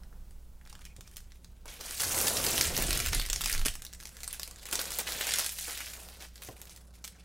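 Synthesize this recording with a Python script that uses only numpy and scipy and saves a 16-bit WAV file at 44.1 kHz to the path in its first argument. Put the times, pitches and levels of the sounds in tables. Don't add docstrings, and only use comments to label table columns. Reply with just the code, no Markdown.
import sys
import numpy as np
from scipy import signal
from scipy.fft import rfft, irfft, next_fast_len
from scipy.io import wavfile
from scipy.ndimage import uniform_filter1d, map_coordinates

SR = 44100
rng = np.random.default_rng(int(sys.argv[2]) if len(sys.argv) > 2 else 0)


def unload_audio(sound):
    columns = np.transpose(np.atleast_2d(sound))
    steps = np.round(np.clip(columns, -1, 1) * 32767)
    wavfile.write(sys.argv[1], SR, steps.astype(np.int16))


N = 319284

# (time [s], crackle level [dB], treble gain, limited to -10..9 [dB], flutter level [dB])
HANDLING = [(0.0, -87.5, -20, -71), (0.62, -93, 30, -78), (0.7, -63.5, -17, -72), (1.2, -69.5, -3, -77),
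            (1.62, -74.5, -6.5, -78), (1.69, -46.5, -7, -57), (1.77, -52.5, -5.5, -65),
            (1.85, -41.5, -4.5, -55), (1.96, -44, 1.5, -65), (2.04, -38, 0, -48), (2.2, -37, 6.5, -41),
            (2.36, -37, 2.5, -40.5), (2.66, -32.5, -1.5, -42.5), (2.71, -39, -3, -41.5),
            (2.8, -35.5, -2.5, -43), (2.98, -35.5, -5, -46), (3.27, -48, -7.5, -66.5),
            (3.53, -40, -0.5, -55), (3.76, -57, -38, -69), (3.97, -62, -0.5, -73), (4.32, -56, -3.5, -67),
            (4.64, -57.5, -6, -65), (4.76, -49.5, -2.5, -52.5), (4.98, -40, 0, -54), (5.04, -46.5, -9, -61),
            (5.1, -40.5, -3.5, -50.5), (5.4, -34, -6, -56), (5.56, -51.5, 7.5, -67), (5.68, -38.5, -5, -71),
            (6.0, -51, 0, -58.5), (6.18, -54.5, -6, -65), (6.24, -49.5, -3.5, -61), (6.31, -76, -6, -82),
            (6.43, -57, -1, -63.5), (6.98, -68.5, -3.5, -73), (7.06, -72.5, -2, -75),
            (7.24, -64.5, -35.5, -69)]
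# (time [s], crackle level [dB], flutter level [dB], 60 dB decay [s])
RIP_EVENTS = [(1.656, -52, -48, 0.031), (1.808, -63, -43, 0.04), (1.996, -26, -51, 0.11),
              (2.151, -44, -58, 0.1), (2.773, -70.5, -40, 0.28), (2.905, -19.5, -50, 0.011),
              (3.123, -30.5, -44.5, 0.31), (3.654, -22.5, -37.5, 0.071), (4.329, -36.5, -75, 0.08),
              (4.655, -47, -81, 0.32), (4.722, -30.5, -44.5, 0.14), (4.789, -35, -48, 0.15),
              (4.989, -35, -41.5, 0.11), (5.068, -30.5, -52, 0.13), (5.205, -33.5, -45, 0.12),
              (5.269, -33, -52, 0.09), (5.387, -27.5, -46, 0.078), (5.677, -42, -48, 0.21),
              (6.205, -53, -67.5, 0.32), (6.359, -52, -82, 0.1), (6.421, -46, -71, 0.064),
              (6.617, -53, -78, 0.074), (7.045, -51.5, -84, 0.29)]


def amp(db):
    return 10 ** (np.asarray(db) / 20)


def unit(x):
    return x / np.sqrt(np.mean(x ** 2) + 1e-20)


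def along(points, hz):
    point_hz, value = np.transpose(points)
    return np.interp(np.log(hz + 1), np.log(point_hz + 1), value)


def curves(rows):
    time_s, *columns = np.transpose(rows)
    return [np.interp(np.arange(N) / SR, time_s, column) for column in columns]


def wobble(rate_hz):
    knots = rng.standard_normal(int(N * rate_hz / SR) + 4)
    return map_coordinates(knots, [np.arange(N) * rate_hz / SR])


def filtered(x, response):
    size = next_fast_len(N + SR // 2)
    return irfft(rfft(x, size) * response(np.fft.rfftfreq(size, 1 / SR)), size)[..., :N]


def coloured(x, spectrum, lo_hz, hi_hz):
    y = filtered(x, lambda hz: amp(along(spectrum, hz)))
    return y / np.std(filtered(y, lambda hz: (hz > lo_hz) & (hz < hi_hz)))


def pings(time_s, hz, gain, cycles, size):
    turns = np.arange(size) * hz[:, None] / SR
    envelope = turns / cycles * np.exp(1 - turns / cycles)
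    shape = gain[:, None] * np.sin(2 * np.pi * turns) * envelope
    at = np.round(time_s * SR).astype(int)[:, None] + np.arange(size)
    return np.bincount(at.ravel(), shape.ravel(), N + size + SR)[:N]


def bursts(time_s, db, t60_s):
    out, t = np.zeros(N + SR), np.arange(SR // 2) / SR
    for start_s, level_db, decay_s in zip(time_s, db, t60_s):
        swell = amp(level_db - 60 * t / decay_s) * (1 - np.exp(-t / 0.002))
        out[round(start_s * SR):][:len(t)] += swell
    return out[:N]


def background():
    # (frequency [Hz], typical rms level [dB])
    hum_lines = [(59.2, -55), (172.3, -69.5)]
    # (frequency [Hz], relative density [dB per Hz])
    hiss_spectrum = [(60, -24), (100, 12.5), (150, -9.5), (185, 7.5), (260, -1.5), (500, -8), (1240, -21.5),
                     (3070, -27.5), (16000, -65.5)]
    hiss_db = -68
    t, hum = np.arange(N) / SR, np.zeros(N)
    for hz, db in hum_lines:
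        level = np.sqrt(2) * amp(db + 1.6 * wobble(14))
        hum += level * np.sin(2 * np.pi * hz * t + wobble(4))
    return hum + amp(hiss_db) * coloured(rng.standard_normal(N), hiss_spectrum, 152, 15500)


def desk_rumble():
    # (time [s], deep level [dB], upper level [dB])
    shaking = [(0.0, -48, -61), (0.24, -47.5, -67), (1.13, -54, -63.5), (1.95, -53, -74), (2.02, -73, -53),
               (2.52, -55, -48.5), (3.0, -42.5, -43), (3.21, -37, -43.5), (3.25, -50, -56.5),
               (3.63, -36, -48), (3.85, -57.5, -65), (6.11, -62, -69), (7.24, -72, -66.5)]
    # (frequency [Hz], relative density [dB per Hz])
    deep_spectrum = [(12, -3), (22, 7), (40, 0.5), (60, -13.5), (90, -44)]
    # (frequency [Hz], relative density [dB per Hz])
    upper_spectrum = [(45, -2.5), (70, 7), (110, -3), (170, -5.5), (260, -62)]
    deep_db, upper_db = curves(shaking)
    deep = amp(deep_db) * coloured(rng.standard_normal(N), deep_spectrum, 18, 50)
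    return deep + amp(upper_db) * coloured(rng.standard_normal(N), upper_spectrum, 75, 150)


def stand_sway():
    # (time [s], envelope peak [dB], sway frequency [Hz])
    tugs = [(2.798, -31.5, 34), (2.872, -28, 45), (3.061, -33.5, 32), (3.143, -24, 30.3),
            (3.292, -28, 31.7), (3.532, -25.5, 17.9)]
    time_s, tug_db, sway_hz = np.transpose(tugs)
    return pings(time_s, sway_hz, amp(tug_db), cycles=0.89, size=20000)


def desk_knocks():
    # (time [s], ring level [dB], thud level [dB], puff level [dB])
    knocks = [(0.98, -70, -50, -56), (6.487, -45, -43, -45)]
    # (frequency [Hz], bandwidth [Hz], gain on the ring level [dB])
    modes = [(503, 150, 8), (726, 38, 1.5), (1037, 25, -4)]
    # (frequency [Hz], relative density [dB per Hz])
    puff_spectrum = [(90, -35), (180, 3), (450, 9), (900, -7), (1800, -26), (4000, -50)]
    time_s, ring_db, thud_db, puff_db = np.transpose(knocks)
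    same = np.ones(len(time_s))
    out = pings(time_s, 115 * same, amp(thud_db), cycles=0.76, size=6000)
    for hz, width_hz, mode_db in modes:
        out += pings(time_s, hz * same, amp(ring_db + mode_db), cycles=0.14 * hz / width_hz, size=4000)
    puff = coloured(rng.standard_normal(N), puff_spectrum, 220, 900)
    return out + bursts(time_s, puff_db, 0.18 * same) * puff


def flutter():
    # (frequency [Hz], relative density [dB per Hz])
    short_spectrum = [(76, -49), (130, -5.5), (209, -1.5), (544, 6), (614, 3), (835, 3), (1200, -1.5),
                      (1560, 0.5), (2640, -120)]
    peel_s, free_s, off_s = 2.08, 3.04, 3.75
    slack_ratio = 0.46
    long_spectrum = [(hz * slack_ratio, db) for hz, db in short_spectrum]
    uneven = rng.standard_normal((2, N)) * amp(2 * wobble(90))
    short = coloured(uneven[0], short_spectrum, 220, 900)
    long = coloured(uneven[1], long_spectrum, 220, 900)
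    freed = np.interp(np.arange(N) / SR, [peel_s, free_s, off_s, off_s + 0.14], [0, 1, 1, 0])
    start_s, _, rip_db, t60_s = np.transpose(RIP_EVENTS)
    level = amp(curves(HANDLING)[2]) + bursts(start_s, rip_db, t60_s)
    return level * (np.sqrt(1 - freed) * short + np.sqrt(freed) * long)


def hinge():
    # (time [s], length [s], peak level before the room [dB], pitch [Hz])
    squeaks = [(0.888, 0.052, -63, 2450), (1.046, 0.03, -65, 2430)]
    deviation_hz = 160
    t, out = np.arange(N) / SR, np.zeros(N)
    shaken = 2 * np.pi * deviation_hz * np.cumsum(wobble(400)) / SR
    for start_s, length_s, db, hz in squeaks:
        envelope = np.sin(np.pi * np.clip((t - start_s) / length_s, 0, 1)) ** .5
        out += amp(db) * envelope * np.sin(2 * np.pi * hz * t + shaken)
    return out


def creases(count=150):
    # (time [s], nominal peak [dB], pitch [Hz], dull pop relative to the peak [dB])
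    clear = [(0.0347, -45, 3730, -5.0), (0.1276, -48.5, 1820, 0.0), (0.3089, -42.0, 7550, -18.0),
             (0.6129, -47, 1600, -3.0), (0.6526, -44, 3540, -11.0), (0.662, -44, 1500, -2),
             (0.6744, -39.0, 4040, -5.0), (0.6975, -40.5, 6950, -17.0), (0.7279, -33, 6000, -9.0),
             (0.7528, -35, 2940, -7.0), (0.792, -45, 2200, -6), (0.8200, -41, 7000, -10),
             (0.843, -42, 3500, -14), (0.8523, -29.0, 6890, -23.0), (0.9649, -36.0, 7650, -25.0),
             (1.0087, -29.5, 7140, -15.0), (1.0764, -34.5, 6620, -16.0), (1.1135, -42.5, 9900, -21.0),
             (1.1609, -34, 6350, -25.0), (1.1685, -25, 7490, -17.0), (1.18, -34.5, 6130, -18.0),
             (1.204, -42, 3500, -10), (1.3199, -39.5, 5070, -13.0), (1.4455, -37.5, 4190, -14.0),
             (1.657, -34.0, 6250, -9.0), (1.6803, -32, 6970, -15.0), (1.8104, -29, 7320, -15.0),
             (1.9093, -21.5, 8120, -27.0), (2.0351, -17, 5020, -14.0), (2.1455, -15, 6690, -20.0),
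             (2.178, -14, 9320, -17), (2.2026, -13.0, 7360, -25.0), (2.214, -16, 6010, -18),
             (2.2699, -12.0, 5290, -19.0), (2.2819, -11, 9110, -22.0), (2.3691, -13, 4940, -15.0),
             (2.4464, -14.0, 9190, -26.0), (2.4651, -13.0, 6510, -21.0), (2.5791, -9.5, 7650, -24.0),
             (2.6109, -8, 6690, -24.0), (2.7662, -14.0, 4690, -15.0), (2.777, -11.5, 7960, -19.0),
             (2.823, -14.0, 7580, -21.0), (2.9071, -11.5, 5110, -13.0), (2.9293, -11.0, 5230, -17.0),
             (2.9745, -16.0, 5540, -21.0), (3.0016, -12.5, 4290, -13.0), (3.0616, -16.0, 5690, -17.0),
             (3.07, -16.0, 6240, -19.0), (3.0854, -17.0, 6770, -22.0), (3.1317, -14, 2600, -8.0),
             (3.1479, -12.5, 8430, -22.0), (3.1975, -14.5, 3750, -12.0), (3.2148, -25, 6430, -15.0),
             (3.2222, -25, 3700, -11), (3.2528, -23, 3400, -12.0), (3.2627, -22.5, 4360, -17.0),
             (3.2878, -26.5, 5410, -17.0), (3.2999, -11.5, 6700, -25.0), (3.3309, -10, 5670, -33.0),
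             (3.3604, -17.5, 5840, -20.0), (3.4095, -17, 2780, -11.0), (3.4158, -15.0, 8850, -27.0),
             (3.4387, -16, 3980, -22), (3.4431, -17.5, 7360, -23.0), (3.459, -10.0, 5830, -23.0),
             (3.483, -23, 2590, -8.0), (3.4976, -17.0, 5640, -21.0), (3.5161, -20, 7110, -20.0),
             (3.5269, -17, 5000, -17.0), (3.5371, -18.5, 5240, -21.0), (3.55, -20, 2200, -13.0),
             (3.5788, -21.0, 5210, -20.0), (3.5941, -21, 7140, -21.0), (3.615, -21, 3020, -9),
             (3.6512, -18, 6150, -22.0), (3.6591, -13.5, 4790, -19.0), (3.665, -14, 9360, -13),
             (3.6831, -13.0, 3480, -12.0), (3.7389, -28, 8100, -26.0), (3.7539, -22.5, 7620, -21.0),
             (3.8209, -27, 6000, -14.0), (3.8415, -34, 7350, -13.0), (3.8505, -19.5, 9320, -32.0),
             (3.8657, -29, 6460, -28.0), (3.929, -33, 6000, -12), (3.935, -29.0, 5110, -21.0),
             (3.9482, -33, 7070, -22.0), (4.002, -30, 6000, -14), (4.0091, -30.5, 6110, -15.0),
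             (4.0274, -35.5, 2840, -7.0), (4.0351, -30.5, 5910, -15.0), (4.0547, -23.5, 5610, -14.0),
             (4.0718, -32, 6700, -13.0), (4.0916, -31.5, 6650, -23.0), (4.1685, -32.5, 6160, -26.0),
             (4.189, -36, 2220, -15), (4.2046, -32.0, 5340, -18.0), (4.2331, -21.0, 8550, -26.0),
             (4.238, -28, 8000, -22), (4.243, -25.5, 7270, -23.0), (4.278, -22.5, 6270, -14.0),
             (4.3086, -30, 4170, -16.0), (4.3287, -25.0, 7450, -17.0), (4.345, -29, 6210, -16),
             (4.3968, -19.5, 5690, -21.0), (4.4175, -29, 6900, -25.0), (4.4318, -20.5, 7140, -27.0),
             (4.4768, -25.5, 7160, -24.0), (4.5112, -29.5, 6620, -17.0), (4.56, -36, 5440, -15),
             (4.5957, -35.5, 4210, -19.0), (4.6303, -31.5, 5690, -19.0), (4.6554, -23.0, 7400, -25.0),
             (4.6652, -27.5, 6110, -16.0), (4.6878, -29, 2550, -10), (4.7124, -25, 5750, -17),
             (4.7269, -17, 2960, -14), (4.7325, -16.5, 6520, -17.0), (4.7549, -13.0, 9300, -24.0),
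             (4.7916, -17.5, 4930, -13.0), (4.8137, -20, 8100, -14), (4.8551, -22, 5600, -17.0),
             (4.9055, -20.0, 7150, -23.0), (4.9191, -19.0, 5900, -18.0), (4.9873, -15.0, 7780, -21.0),
             (5.2108, -18.0, 2840, -6.0), (5.2689, -17, 7880, -14.0), (5.2912, -12.5, 7940, -24.0),
             (5.32, -14, 8420, -21), (5.3379, -11, 7480, -23.0), (5.3592, -17, 6650, -20.0),
             (5.3858, -12.5, 6280, -21.0), (5.395, -17, 4170, -13), (5.4451, -16, 5940, -19),
             (5.4629, -14.5, 7150, -19.0), (5.4925, -24, 4340, -12), (5.5871, -21.5, 6060, -24.0),
             (5.7755, -21.5, 7360, -23.0), (5.8055, -23.5, 3640, -14.0), (5.8678, -29, 2250, -12),
             (5.9355, -26.0, 7980, -16.0), (6.0873, -29.5, 4470, -10.0), (6.2082, -35, 6410, -14.0),
             (6.2233, -27.5, 4340, -14.0), (6.3574, -32, 6690, -19.0), (6.379, -41, 4820, -9),
             (6.4205, -32, 4380, -10.0), (6.435, -31, 8730, -19), (6.4482, -29.0, 9620, -20.0),
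             (6.4879, -36.5, 2540, -6.0), (6.567, -42, 2600, -12), (6.5795, -40.0, 8080, -12.0),
             (6.6157, -28, 7980, -24.0), (6.6544, -36, 6620, -20), (6.6954, -36.0, 6430, -13.0),
             (6.7624, -34.0, 6380, -21.0), (6.7746, -36.5, 6200, -15.0), (7.0418, -24, 5820, -30.0),
             (7.0456, -23.5, 7140, -28.0), (7.0502, -27, 7000, -28), (7.0776, -25.0, 8930, -24.0)]
    rip_share = 0.4
    over_db, spread_db = 8, 1.5
    middle_hz, spread_octaves, pop_db = 6200, 1, -9.5
    when, luck = rng.random((count, 2)).T
    start_s, rip_db, _, t60_s = np.transpose(RIP_EVENTS)
    effort = amp(curves(HANDLING)[0]) + rip_share * bursts(start_s, rip_db, t60_s)
    busy = np.cumsum(effort ** .4)
    at = np.searchsorted(busy, when * busy[-1])
    db = 20 * np.log10(effort[at]) + over_db - spread_db * np.log(luck + 0.052)
    hz = np.clip(middle_hz * 2 ** (spread_octaves * rng.standard_normal(count)), SR / 30, SR / 3)
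    lesser = [at / SR, db, hz, np.full(count, pop_db)]
    return np.concatenate([np.transpose(clear), lesser], axis=1)


def patchy(x, depth_db):
    z = signal.stft(x, nperseg=256)[2]
    field = uniform_filter1d(rng.standard_normal(z.shape), size=10, axis=0)
    field = uniform_filter1d(field, size=14, axis=1)
    return signal.istft(z * amp(depth_db * unit(field)), nperseg=256)[1][:N]


def aftershocks(time_s, db, t60_s):
    spread_s = .0004
    kicks = np.bincount((time_s * SR).astype(int), amp(db), N)
    t = np.arange(SR // 8) / SR
    swell = amp(-60 * t / t60_s) * np.minimum(t / spread_s, 1)
    return np.abs(signal.fftconvolve(kicks, swell)[:N])


def crackle(flips, count=50000):
    # (frequency [Hz], relative density [dB per Hz])
    spectrum = [(410, -25), (700, -1.5), (852, -10.5), (1200, -5), (1750, 2.5), (2530, 3), (3240, 3),
                (9350, 4), (14800, -0.5), (16000, -5)]
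    patch_db = 1.2
    tint_hz, tint_db_per_octave = 5850, 2
    level_db, treble_db, _ = curves(HANDLING)
    when, pitch, luck, sign = rng.random((count, 4)).T
    size = amp(-3.6 * np.log(luck + .008)) * np.sign(sign - .5)
    grains = pings(when * N / SR, 900 * 17 ** pitch, size, cycles=.6, size=80)
    density = signal.welch(grains, SR, nperseg=256)
    white = filtered(grains, lambda hz: np.interp(hz, *density) ** -.5)
    fizz = coloured(patchy(white, patch_db), spectrum, 1500, 15000)
    treble = filtered(fizz, lambda hz: 1 / (1 + (5500 / (hz + 1)) ** 4))

    gentle = np.clip((-44 - level_db) / 20, 0, 1)
    clumps = amp((1.5 + 4.5 * gentle) * wobble(80))
    start_s, rip_db, _, t60_s = np.transpose(RIP_EVENTS)
    effort = amp(level_db) * clumps + bursts(start_s, rip_db, t60_s)

    snap_s, snap_db, snap_hz, _ = flips
    half_tint_db = tint_db_per_octave * np.log2(snap_hz / tint_hz) / 2
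    dull = aftershocks(snap_s, snap_db - 9 - half_tint_db, t60_s=0.009)
    bright = aftershocks(snap_s, snap_db - 9 + half_tint_db, t60_s=0.009)
    treble_level = effort * amp(np.clip(treble_db, -10, 9)) + bright
    return (effort + dull) * (fizz - treble) + treble_level * treble


def snaps(flips):
    swing_db = -2
    rebound_db, edge_db, edge_spread_db = -5, -11, 2
    pop_hz = 1740
    time_s, db, hz, pop_db = flips
    draw = rng.standard_normal((len(time_s), 8))
    peak = amp(db + swing_db) * np.sign(draw[:, 3])
    heft = np.minimum(hz / 8500, 1) ** .4
    edge = peak * amp(edge_db + edge_spread_db * draw[:, 4:6].T)
    out = pings(time_s, hz, peak * heft, cycles=.42, size=128)
    rebound_s = time_s + .0006 * amp(3 * draw[:, 6])
    rebound_hz = hz * amp(2.5 * draw[:, 7])
    out += pings(rebound_s, rebound_hz, -peak * heft * amp(rebound_db), cycles=.5, size=160)
    out += pings(time_s + .00005, 9000 * amp(1.5 * draw[:, 0]), edge[0], cycles=.6, size=48)
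    out += pings(time_s + .0001, 13500 * amp(.6 * draw[:, 1]), edge[1], cycles=.7, size=48)
    pop = pings(time_s, pop_hz * amp(1.87 * draw[:, 2]), peak * amp(pop_db), cycles=0.63, size=192)
    return out + pop


def room(x, tail_db, side_db):
    # (delay [s], level [dB])
    early = [(.0036, -11), (.0082, -14)]
    # (frequency [Hz], 60 dB decay [s])
    decay = [(300, 0.18), (2000, 0.16), (8000, 0.24), (15000, 0.15)]
    out = np.tile(x, (2, 1))
    step = SR // 18
    for start in range(0, N, step):
        hz, t, z = signal.stft(rng.standard_normal((2, SR // 5)), SR, nperseg=128)
        z = z * amp(-60 * t / along(decay, hz)[:, None])
        mid, side = signal.istft(z, SR, nperseg=128)[1]
        tails = np.array([mid + amp(side_db) * side, mid - amp(side_db) * side])
        tails *= amp(tail_db) / np.linalg.norm(mid)
        tails *= np.minimum(np.arange(len(mid)) / SR / .003, 1)
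        for delay_s, db in early:
            tails[:, round(delay_s * SR + rng.normal(0, 7))] += amp(db)
        wet = signal.fftconvolve(x[None, start:start + step], tails, axes=1)
        out[:, start:start + wet.shape[1]] += wet[:, :N - start]
    return out


def scene():
    flips = creases()
    direct = background() + desk_rumble() + stand_sway() + desk_knocks() + flutter()
    return direct + room(hinge() + crackle(flips) + snaps(flips), tail_db=-6, side_db=-19)


def record(dry):
    # (frequency [Hz], left minus right [dB])
    lean = [(60, -1.65), (600, -1.6), (1200, -.4), (3000, -.5), (8500, -.9), (15000, -.4)]
    top_hz = 15800
    halves = np.array([[.5], [-.5]])
    return filtered(dry, lambda hz: amp(along(lean, hz) * halves) * (hz < top_hz))


dry = scene()
out = record(dry)
unload_audio(out)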